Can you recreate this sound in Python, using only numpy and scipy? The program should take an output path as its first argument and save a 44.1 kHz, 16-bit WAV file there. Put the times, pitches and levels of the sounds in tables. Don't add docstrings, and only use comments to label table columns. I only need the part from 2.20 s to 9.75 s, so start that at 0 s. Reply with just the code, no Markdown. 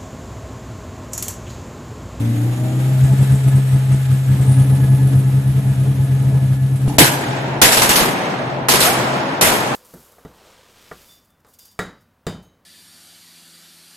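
import sys
import numpy as np
from scipy import signal
from scipy.fft import rfft, irfft, next_fast_len
from scipy.io import wavfile
from scipy.ndimage import uniform_filter1d

SR = 44100
rng = np.random.default_rng(int(sys.argv[2]) if len(sys.argv) > 2 else 0)


def voltage_ratio(decibels):
    exponent = np.asarray(decibels, float) / 20
    return 10 ** exponent


def transcribe(signal):
    frames = np.atleast_2d(signal).T
    limited = np.clip(frames, -1, 1)
    pcm = np.round(limited * 32767).astype(np.int16)
    wavfile.write(sys.argv[1], SR, pcm)


N = 332980
HOP = 64
TIME = np.arange(N) / SR

# time in s, firing rate in Hz.
REVS = [(0, 113.9), (.2, 118.3), (.4, 124.2), (.6, 128.7), (.8, 131.7), (1, 133.3), (2.2, 131.4),
        (2.5, 132.3), (4.7, 132.6), (7.6, 129.5)]
# time in s, firing tone between surges in dB, gas flow in dB.
THROTTLE = [(0, -15.5, -1.5), (.1, -15, -3.5), (.5, -15, -3), (.75, -12, -4.5), (1.0, -16.5, -2.5),
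            (1.35, -14, -5), (2.0, -15, -7.5), (2.22, -20, -1), (2.35, -14, -2.5), (2.92, -14, -2),
            (3.1, -18, -5), (3.5, -20.5, -3), (4.28, -17.5, -3.5), (4.42, -16.5, -9), (4.62, -22, -3),
            (4.76, -21, 3)]
# start in s, length in s, level in dB.
SURGES = [(0.812, 0.042, -7.3), (0.903, 0.034, -8.3), (0.994, 0.037, -6.9), (1.1, 0.046, -7.3),
          (1.256, 0.029, -7.5), (1.337, 0.047, -7.2), (1.523, 0.039, -8.4), (1.697, 0.048, -8.9),
          (1.898, 0.047, -9.3), (2.081, 0.064, -9.7), (2.19, 0.041, -10.5)]
# start in s, length in s, level in dB.
HAMMER = [(2.275, 0.046, -6.9), (2.373, 0.049, -6.2), (2.488, 0.064, -8.9), (2.611, 0.037, -8.2),
          (2.694, 0.058, -7.0), (2.815, 0.06, -8.4), (2.935, 0.064, -8.1), (3.05, 0.048, -10.4),
          (3.133, 0.061, -9.4), (3.256, 0.059, -10.9), (3.352, 0.044, -10.1), (3.458, 0.063, -10.9),
          (3.576, 0.063, -11.3), (3.67, 0.047, -10.1), (3.781, 0.067, -11.5), (3.898, 0.069, -11.1),
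          (3.995, 0.029, -10.9), (4.054, 0.046, -10.1), (4.136, 0.043, -9.0), (4.218, 0.044, -10.9),
          (4.293, 0.042, -10.7), (4.414, 0.051, -11.5), (4.509, 0.051, -12.7), (4.619, 0.06, -12.1)]
# frequency in Hz, left-right likeness (-1 to 1).
SAME_NEAR = [(60, 0.8), (130, 1), (290, 0.62), (640, 0.37), (1400, 0.28), (3080, 0.036), (6760, 0.23),
             (14900, 0.31)]
# start in s, blast in dB, late ring in dB re blast, bass tilt in dB, burn in s.
BANGS = [(4.678, -34, -13, -1, .045), (4.7836, 1, -12.5, -3, 0.035), (5.416, 4, -13.5, -2.5, 0.016),
         (5.520, -2, -23, -15, .02), (5.569, -3, -4.5, -1, 0.019), (5.618, -0.5, -19, -0.5, 0.02),
         (5.691, 0.5, -18, -2.5, 0.028), (5.757, 1.5, -14, -5.5, 0.027), (5.799, -8, -28, 9.5, .035),
         (5.835, -24, -7, 23.5, .01), (6.485, 2.5, -5.5, -3.5, 0.041), (6.535, -4.5, -16.5, 6, 0.018),
         (6.604, 1, -17, -6.5, 0.066), (6.651, -5.5, -7.5, 0.5, 0.027), (6.728, -16.5, -15, 0, 0.017),
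         (7.211, 4.5, -10, -1.5, 0.029), (7.269, -8, -25, 10, 0.015)]
# frequency in Hz, gain in dB.
FIRST = [(120, 3), (200, 0), (290, 8), (500, -2.5), (800, 3.5), (1200, -5), (1550, 1), (2000, -1),
         (4000, -0.5)]


def evened(x):
    return x / np.sqrt(np.mean(x ** 2) + 1e-20)


def smoothed(x, *sizes, axis=-1):
    for size in sizes:
        x = uniform_filter1d(x, size=size, axis=axis)
    return x


def read(points, hz):
    f, value = np.transpose(points)
    return np.interp(np.log(hz + 1), np.log(f + 1), value)


def columns(rows, t):
    s, *values = np.transpose(rows)
    return [np.interp(t, s, v) for v in values]


def drift(hz):
    steps = rng.standard_normal(int(N / SR * hz * 4) + 8)
    smooth = evened(smoothed(steps, 3, 3))
    return np.interp(TIME * hz * 4, np.arange(len(smooth)), smooth)


def coloured(spectrum, same):
    # frequency in Hz, left over right in dB.
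    lean_db = [(60, -3), (130, 0.5), (290, 1), (640, 3), (1400, 0), (3080, -1.6), (6760, 0.5), (9000, -2.5),
               (13000, 3)]
    size = next_fast_len(N)
    hz = np.fft.rfftfreq(size, 1 / SR)
    left, other = rfft(rng.standard_normal((2, size)))
    c = np.clip(read(same, hz), -1, 1)
    lean = voltage_ratio(read(lean_db, hz) / 2)
    pair = np.array([left * lean, (c * left + np.sqrt(1 - c ** 2) * other) / lean])
    return evened(irfft(pair * voltage_ratio(read(spectrum, hz)), size)[:, :N])


def resonate(x, hz, width):
    turn = np.exp(2j * np.pi * np.cumsum(hz) / SR)
    r = np.exp(-np.pi * width / SR)
    return (turn * signal.lfilter([(1 - r) ** 2], [1, -2 * r, r * r], x / turn)).real


def resonance_db(rows, hz):
    return sum(db / (1 + (2 * (hz - f) / width) ** 2) for f, width, db in rows)


def firing_level():
    # frequency in Hz, width in Hz, gain in dB.
    nulls = [(113.3, 1.5, -5), (117.4, 1, -3.5), (123.3, 1.6, -7.5), (126.8, .9, -6), (128.9, .6, -2.5)]
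    open_s, cut_s = .012, .009
    sag_db_per_s = -8
    lull_db = columns(THROTTLE, TIME)[0] + resonance_db(nulls, columns(REVS, TIME)[0])
    gate, top, last_cut_s = np.zeros(N), np.zeros(N), TIME.copy()
    for s, length, db in SURGES + HAMMER:
        near = slice(int((s - .06) * SR), int((s + length + .06) * SR))
        t = TIME[near]
        on = (np.tanh((t - s) / open_s) - np.tanh((t - s - length - .004) / cut_s)) / 2
        gate[near] += on
        top[near] += on * voltage_ratio(db + .5)
        last_cut_s[int((s + length) * SR):] = s + length + 0.059
    gate = np.minimum(gate, 1)
    sag_db = smoothed(sag_db_per_s * (TIME - last_cut_s), 900)
    return top + (1 - gate) * voltage_ratio(lull_db + sag_db), gate


def lull(gate):
    slow_db, fast_db = -9, -2
    trailing = np.minimum(2.0 * np.roll(smoothed(gate, 1800), 500), 1)
    depth_db = np.interp(TIME, [.8, 1.1, 2.05, 2.2], [0, slow_db, slow_db, fast_db])
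    return voltage_ratio(depth_db * (0.72 - trailing))


def held_orders(turns, gate):
    # multiple of the firing rate, level in dB re firing tone.
    held = [(.75, -27), (1.5, -16.5), (2, -28), (2.11, -25), (2.5, -29), (3.25, -35), (5, -36), (6.35, -38),
            (9.5, -44.5), (12.87, -39.5)]
    sinking, out = lull(gate), 0
    after_cut = np.where(TIME < 2.15, sinking, 1.4 / sinking ** 5)
    for k, db in held:
        low = k < 3
        gain = after_cut if 1.9 < k < 2.2 else sinking if low else 1.3
        level = gain * voltage_ratio(db + (2 if low else 4) * drift(30))
        phase = (.5 if low else 1.2) * drift(25) + 2 * np.pi * rng.random()
        out += level * np.sin(k * turns + phase)
    return out


def climbing_orders(turns, hz):
    # multiple of the firing rate, level in dB.
    climb = [(1.5, -23), (1.75, -21), (2, -21), (2.25, -24), (2.5, -22), (2.75, -21), (3, -30), (4, -31),
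             (4.75, -36), (5, -32), (6, -35), (6.25, -35), (6.5, -38), (9.5, -37)]
    # frequency in Hz, width in Hz, gain in dB.
    pipe = [(192, 16, 6), (228, 30, 6), (292, 24, 9), (628, 20, 17), (800, 50, 5), (1215, 60, 6)]
    fade_db_per_s = -14
    first, out = slice(0, SR), 0
    for k, db in climb:
        uneven = (k < 3) * (k % .5 > 0)
        level_db = db + resonance_db(pipe, k * hz[first]) + uneven * fade_db_per_s * TIME[first]
        level = voltage_ratio(level_db + 3.3 * drift(9.54)[first])
        out += level * np.sin(k * turns[first] + 2 * np.pi * rng.random())
    return np.pad(out, (0, N - SR))


def exhaust(level, gate):
    # time in s, level in dB.
    boom = [(4.775, -27), (4.82, -12), (4.87, -19.5), (5.33, -21.5), (6, -35), (6.2, -21.5), (6.5, -21.5),
            (6.8, -16), (7.12, -28.5), (7.45, -22)]
    hz = columns(REVS, TIME)[0]
    turns = 2 * np.pi * np.cumsum(hz * (1 + 0.00439 * drift(16.6))) / SR
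    climbing = np.clip((.86 - TIME) / 0.078, 0, 1)
    lifted = np.clip((TIME - 4.72) / 0.026, 0, 1)
    upper = np.sqrt(level * smoothed(level, 12000))
    upper *= voltage_ratio(.45 * columns(THROTTLE, TIME)[1])
    running = level * np.sin(turns - .35 * smoothed(gate, 500))
    running += (1 - climbing) * upper * held_orders(turns, gate)
    running += voltage_ratio(-17.5) * climbing * climbing_orders(turns, hz)
    pipe_air = np.sin(turns + 1.2 * drift(6)) + .5 * evened(resonate(rng.standard_normal(N), hz, 50))
    mono = (1 - lifted) * np.sqrt(2) * running + lifted * voltage_ratio(columns(boom, TIME)[0]) * pipe_air
    return np.array([np.roll(mono, -4), mono]) * voltage_ratio([[.55], [-.55]])


def knocks():
    knock_db, knock_s, huff_db, huff_s = -0.5, 0.0013, -34, 0.023
    out, t = np.zeros(N), np.arange(1500) / SR
    u = t / knock_s
    for s, length, db in SURGES + HAMMER:
        level = voltage_ratio(db + knock_db - 1.2 * s + 2 * rng.standard_normal())
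        out[int((s + length) * SR):][:len(u)] += level * u * (2 - u) * np.exp(-u)
        huff = signal.lfilter([1], [1, -.8], rng.standard_normal(len(t))) * np.exp(-t / huff_s)
        out[int((s + length - .006) * SR):][:len(t)] += voltage_ratio(db + huff_db - 0.58 * s) * huff
    return out


def rumble(flow_db, throb, gate):
    # frequency in Hz, density in dB per Hz.
    spectrum = [(150, -16.5), (185, -18.5), (230, -21.5), (285, -26), (375, -31), (450, -28.5), (670, -33),
                (900, -34.5), (1100, -42), (1500, -75), (3300, -100)]
    sound = voltage_ratio(-24.5 + flow_db + 0.77 * throb + 2.0 * drift(30)) * coloured(spectrum, SAME_NEAR)
    high_pass = signal.butter(2, 110, "high", fs=SR, output="sos")
    return signal.sosfilt(high_pass, sound) * lull(gate) ** .6


def thud(gate):
    # frequency in Hz, density in dB per Hz.
    spectrum = [(20, -22), (35, -29), (55, -13), (80, 4), (100, 4.5), (115, -1), (200, -70)]
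    kick_db = 7 + 8 * (TIME < 2.15) + 5 * np.exp(-abs(TIME - .9) / 0.21)
    era_db = -3.9 * (TIME < .79) + 3.9 * (TIME > 2.15) - 3.6 * (TIME > 4.45)
    return voltage_ratio(-36.0 + kick_db * gate ** 2 + era_db) * coloured(spectrum, [(25, 0.75), (70, 0.96)])


def bay_hiss(flow_db, throb):
    # frequency in Hz, density in dB per Hz.
    spectrum = [(410, -8), (700, -10.5), (859, -13), (1140, -14), (1230, -10.5), (1590, -11.5),
                (1760, -11.5), (2250, -13.5), (3710, -16.5), (4730, -22), (11000, -20), (14300, -22),
                (15000, -49)]
    bay_db = -41 + 0.28 * np.minimum(flow_db, 1) - 1.41 * abs(TIME - 1.1) - 2 * (TIME < .6)
    return voltage_ratio(bay_db + 9.0 + 1.5 * throb + 1.0 * drift(60)) * coloured(spectrum, SAME_NEAR)


def whistle(late):
    # time in s, pitch in Hz, level in dB.
    turbo = [(0, 6360, -75), (.15, 6630, -55.5), (.75, 7300, -57), (1.4, 8200, -52.5), (1.75, 8034, -59),
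             (2.05, 7190, -58), (2.2, 8440, -54), (2.33, 9500, -41.5), (2.45, 10200, -50),
             (2.7, 10750, -51.5), (4.3, 10430, -57.5)]
    hz, level_db = columns(turbo, TIME)
    width = .36 * (hz - 5800)
    wobble = hz + 0.48 * width * drift(900)
    tone = np.sin(2 * np.pi * np.cumsum(wobble) / SR) * (1 + .5 * drift(400))
    tone *= voltage_ratio(level_db + 6.0 + 2.9 * late * (TIME > .8))
    return tone * voltage_ratio([[-.5], [.5]])


def engine_noise(gate):
    flow_db = columns(THROTTLE, TIME)[1]
    late = np.roll(gate, 400) - .4
    throb = np.where(TIME < 1.8, .38, .16) * (TIME > .75) * late
    on = voltage_ratio(-18 * np.clip((TIME - 4.78) / 0.065, 0, 1))
    return on * (rumble(flow_db, throb, gate) + thud(gate) + bay_hiss(flow_db, throb) + whistle(late))


def puffs():
    # start in s, peak in dB, centre in Hz.
    air_puffs = [(0.835, -31, 8280), (0.925, -39, 8300), (1.018, -30, 9290), (1.118, -28, 9710),
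                 (1.15, -31, 8000), (1.275, -27.5, 10410), (1.355, -30.5, 9350), (1.5386, -34, 9510),
                 (1.721, -28, 8870), (1.9238, -32, 9130), (2.2084, -31, 8340), (2.3079, -31, 9360),
                 (2.3983, -29, 9790), (2.5456, -31, 10620), (2.615, -32, 11200), (2.6959, -31, 11000),
                 (2.746, -31, 11080), (2.8249, -33, 11170), (2.8689, -30, 10500), (2.9520, -32.5, 10470),
                 (2.9891, -33.5, 9770), (3.2709, -42, 10690), (3.7131, -43, 9690), (3.8339, -34, 9730),
                 (4.0207, -36, 10600), (4.25, -40, 9620), (4.5584, -34, 9180), (4.6799, -33, 9810)]
    out, t = np.zeros(N), np.arange(2600) / SR
    for s, db, hz in air_puffs:
        air = rng.standard_normal(len(t))
        band = evened(resonate(air, hz * (1 - 1.2 * t), 3000)) + 0.32 * air
        part = out[int(s * SR):][:len(t)]
        part += voltage_ratio(db - 8.5) * band * (1 - np.exp(-t / 0.0013)) * np.exp(-t / 0.027)
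    return out


def pop():
    t = np.maximum(TIME - 4.6785, 0)
    dip = -voltage_ratio(7.5) * (t / 0.0015) * np.exp(-t / 0.0011) * np.cos(2 * np.pi * 60 * t)
    ring = voltage_ratio(-20.5) * np.sin(2 * np.pi * 290 * t) * np.exp(-t / 0.096)
    note = voltage_ratio(-31.5) * evened(resonate(rng.standard_normal(N), np.full(N, 850.), 260))
    return dip + ring + note * (t / 0.017) * np.exp(1 - t / 0.018)


def howl():
    rising_hz = 665 + 1800 * np.clip(TIME - 6.65, -.06, .1)
    gas = rng.standard_normal(N)
    tone = np.sin(2 * np.pi * np.cumsum(rising_hz) / SR) + .5 * evened(resonate(gas, rising_hz, 90))
    tone *= np.exp(-((TIME - 6.675) / 0.055) ** 2)
    second = evened(resonate(gas, 1.92 * rising_hz, 120)) * np.exp(-((TIME - 6.665) / 0.025) ** 2)
    return voltage_ratio(-9.5) * (tone + voltage_ratio(-4) * second)


def thump():
    t = TIME - 4.8
    hz = 310 - 175 / (1 + np.exp(-np.clip((t - .02) / 0.0011, -30, 30)))
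    swing = np.sin(2 * np.pi * np.cumsum(hz) / SR) * np.exp(-((t - .022) / 0.02) ** 2)
    return voltage_ratio(-4.5) * swing - voltage_ratio(-2) * np.exp(-((TIME - 4.7922) / 0.00067) ** 2)


def patches(shape, bins, frames):
    return evened(smoothed(smoothed(rng.standard_normal(shape), bins, axis=0), frames, axis=1))


def field(spectrum, lumps_db):
    # frequency in Hz, left-right likeness (-1 to 1).
    same_far = [(60, -0.076), (130, 0.94), (290, 0.87), (640, 0.5), (1400, -0.13), (3080, 0.097),
                (6760, -0.18), (12000, -0.0077), (14900, 0)]
    z = signal.stft(coloured(spectrum, same_far), nperseg=256, noverlap=256 - HOP)[2]
    lumps = patches(z.shape[1:], bins=6, frames=20) + .5 * patches(z.shape[1:], bins=128, frames=5)
    return z * voltage_ratio(lumps_db * lumps)


def bang_colour_db(s, bass_db, hz):
    return (s < 5) * read(FIRST, hz) + bass_db / (1 + (hz / 900) ** 2)


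def blasts():
    # frequency in Hz, density in dB per Hz.
    blast = [(15, -58), (25, -7), (59, -12), (139, -8.5), (709, -7), (856, -6.5), (1210, -9.5),
             (1580, -7.5), (2130, -10), (9270, -14.5), (10900, -12.5), (13500, -16.5), (15500, -21)]
    # frequency in Hz, t60 in s.
    early = [(60, 0.28), (300, 0.86), (1500, 0.64), (6000, 0.42), (14000, 0.51)]
    crack_db, crack_s = -10, 0.00038
    refill_s, shortest = 0.088, 0.51
    burn_db, burn_end_s = 0.5, .004
    hz, z, out = np.fft.rfftfreq(256, 1 / SR)[:, None], field(blast, 1.4), np.zeros((2, N + SR))
    pause = np.diff(np.transpose(BANGS)[0], prepend=0)
    u = np.arange(200) / SR / crack_s
    for (s, db, _, bass_db, burn), wait in zip(BANGS, pause):
        lasting = 1 - (1 - shortest) * np.exp(-wait / refill_s)
        start = int(s * SR) // HOP - 4
        age = np.maximum((start + np.arange(int(480 * lasting))) * HOP / SR - s, 0)
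        burning_db = burn_db * (1 / (1 + np.exp(np.minimum((age - burn) / burn_end_s, 30))) - .5)
        decay_db = -60 * np.maximum(age - burn / 2, 0) / lasting / read(early, hz)
        shape = voltage_ratio(db + burning_db + bang_colour_db(s, bass_db, hz) + decay_db)
        pick = int(rng.random() * (z.shape[2] - len(age)))
        piece = z[:, :, pick:pick + len(age)] * shape
        sound = signal.istft(piece, nperseg=256, noverlap=256 - HOP)[1]
        since = np.maximum((start * HOP + np.arange(sound.shape[1])) / SR - s, 0)
        attack = (1 - np.exp(-since / 0.00036)) * (1 + 0.21 * lasting ** 2 * np.exp(-since / 0.006))
        out[:, start * HOP:][:, :sound.shape[1]] += sound * attack
        out[:, int(s * SR):][:, :len(u)] -= voltage_ratio(db + crack_db) * (1 - u) * np.exp(-u)
    return out[:, :N] * voltage_ratio(1.5 * drift(500))


def ringing():
    # frequency in Hz, density in dB per Hz.
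    ring = [(40, -44), (90, -25), (115, -8.5), (260, -8), (450, -12), (600, -7.5), (900, -8.5),
            (1150, -12.5), (1550, -13.5), (2850, -19), (5000, -23), (8270, -19), (13900, -36), (15000, -40)]
    # frequency in Hz, t60 in s.
    late_t60 = [(100, 2.7), (300, 7.2), (800, 5.8), (1800, 4.1), (4500, 2.17), (8000, 1.14), (14000, 1.47)]
    frame_s = np.arange(N // HOP + 9) * HOP / SR
    hz, z = np.fft.rfftfreq(256, 1 / SR)[:, None], field(ring, 0.95)
    first = int(BANGS[0][0] * SR) // HOP
    power = np.zeros(z.shape[1:])
    for s, db, ring_db, bass_db, _ in BANGS:
        age = np.maximum(frame_s[first:z.shape[2]] - s, 0)
        fill = 1 - np.exp(-age / 0.13)
        level_db = db + ring_db + bang_colour_db(s, bass_db, hz) - 60 * age / read(late_t60, hz)
        power[:, first:] += (fill * voltage_ratio(level_db)) ** 2
    return signal.istft(z * np.sqrt(power), nperseg=256, noverlap=256 - HOP)[1][:, :N]


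def ducking(dry):
    from_db, depth_db, sense, duck_s, recover_s = -7.5, -8, 3.6, 0.0085, 5.24
    power_db = 10 * np.log10(abs(smoothed((dry ** 2).mean(0), 900)) + 1e-12)
    held = np.maximum(power_db - from_db, 0) * sense
    for seconds in (duck_s, recover_s):
        held = signal.lfilter([1 / (seconds * SR)], [1, 1 / (seconds * SR) - 1], held)
    return depth_db * np.tanh(held)


def snapped(x):
    # time in s, channel (0 left, 1 right), peak re full scale.
    snaps = [
        (5.519, 0, 1.06),
        (5.6209, 1, -1.15),
        (5.7062, 1, -1.08),
        (5.7621, 0, 1.2),
        (6.523, 0, 1.2),
        (6.6123, 0, -1.15),
        (7.2274, 0, -1.1),
    ]
    out, t = x.copy(), np.arange(-20, 21) / SR
    for s, channel, peak in snaps:
        part = out[channel, int(s * SR) - 20:][:len(t)]
        part += (peak - part) * np.exp(-(t / .00007) ** 2)
    return out


def folded(z, hz, spared, faint):
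    # frequency in Hz, share (0 to 1).
    fold_share = [(5900, 0), (6300, .55), (7600, .76), (11700, .72), (12400, .3), (14000, .26)]
    flipped, makeup = .06, voltage_ratio(2.2)
    chance = rng.standard_normal((2, len(hz) // 8 + 1, z.shape[2] // 2 + 1))

    def blocks(draw, bins):
        spread = evened(smoothed(smoothed(draw, 3, axis=1), bins, axis=0))
        odds = 1 / (1 + np.exp(-1.7 * spread))
        return np.repeat(np.repeat(odds, 8, axis=0), 2, axis=1)[:len(hz), :z.shape[2]]

    wide, thin = blocks(chance[0], 3), blocks(chance[1], 2)
    after_lift = np.arange(z.shape[2]) > 4.75 * SR / 512
    flip = (thin < flipped * (1 - spared)) & (hz[:, None] > 6200) & after_lift
    share = read(fold_share, hz)[:, None]
    share = np.where(faint & (share > .2), .78, share)
    mono = (wide < share * (1 - spared)) & ~flip
    mid, side = (z[0] + z[1]) / 2, (z[0] - z[1]) / 2
    mid = np.where(mono, mid * makeup, mid * ~flip)
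    side = np.where(flip, side * makeup, side * ~mono)
    return np.array([mid + side, mid - side])


def starved(x):
    edge_hz = 14550
    hz, t, z = signal.stft(x, SR, nperseg=1024)
    f = hz[:, None]
    level_db = 10 * np.log10(smoothed((abs(z) ** 2).mean(0), 12, axis=0) + 1e-14)
    under_db = level_db[8:60].mean(0) - level_db
    rise_db = np.diff(level_db[100:300].mean(0), prepend=0)
    need = np.clip(2.7 - .085 * (under_db - 3) - f / 14000, .55, 3) + np.clip((9000 - f) / 3000, 0, 3)
    need += 9 * ((rise_db > 9) | (np.roll(rise_db, 1) > 9))
    need -= .35 * (t > 4.8)
    bands = evened(smoothed(rng.standard_normal((len(hz) // 6 + 1, len(t))), 3, axis=1))
    kept = np.where(np.repeat(bands, 6, axis=0)[:len(hz)] > need, .01, 1)
    top = np.clip((edge_hz - 250 + 900 * (rise_db > 12) - f) / 300, voltage_ratio(-75), 1)
    onset = np.minimum(signal.lfilter([1], [1, -.6], 1. * (rise_db > 9)), 1)
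    narrowed = folded(z, hz, onset, (under_db > 24) & (t > 4.8))
    return signal.istft(narrowed * kept * top, SR, nperseg=1024)[1][:, :N]


def hushed(x):
    hushes = [
        4.7825,
        5.4148,
        6.484,
        7.2098,
    ]
    out, size = x.copy(), int(.011 * SR)
    for s in hushes:
        part = out[:, int(s * SR) - size:int(s * SR)]
        dull = smoothed(part, 5, 6, 7 if s < 5 else 3)
        part += .93 * (dull - part) * signal.windows.tukey(size, .4)
    return out


def scene():
    level, gate = firing_level()
    engine = exhaust(level, gate) + engine_noise(gate) + knocks() + puffs()
    return engine + pop() + howl() + thump() + blasts() + ringing()


def top_cut(x):
    return signal.sosfilt(signal.butter(12, 15460, fs=SR, output="sos"), x)


def record(dry):
    ceiling, knee, gain_db, lag_s = 1.5, 3.0, -0.66, 0.032
    saturated = dry / (1 + abs(dry / ceiling) ** knee) ** (1 / knee)
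    duck_db = np.roll(ducking(dry), int(lag_s * SR)) * (TIME > lag_s)
    ducked = saturated * voltage_ratio(gain_db + duck_db)
    mix = np.clip(hushed(starved(snapped(ducked))), -1, 1)
    return top_cut(mix)


dry = scene()
out = record(dry)
transcribe(out)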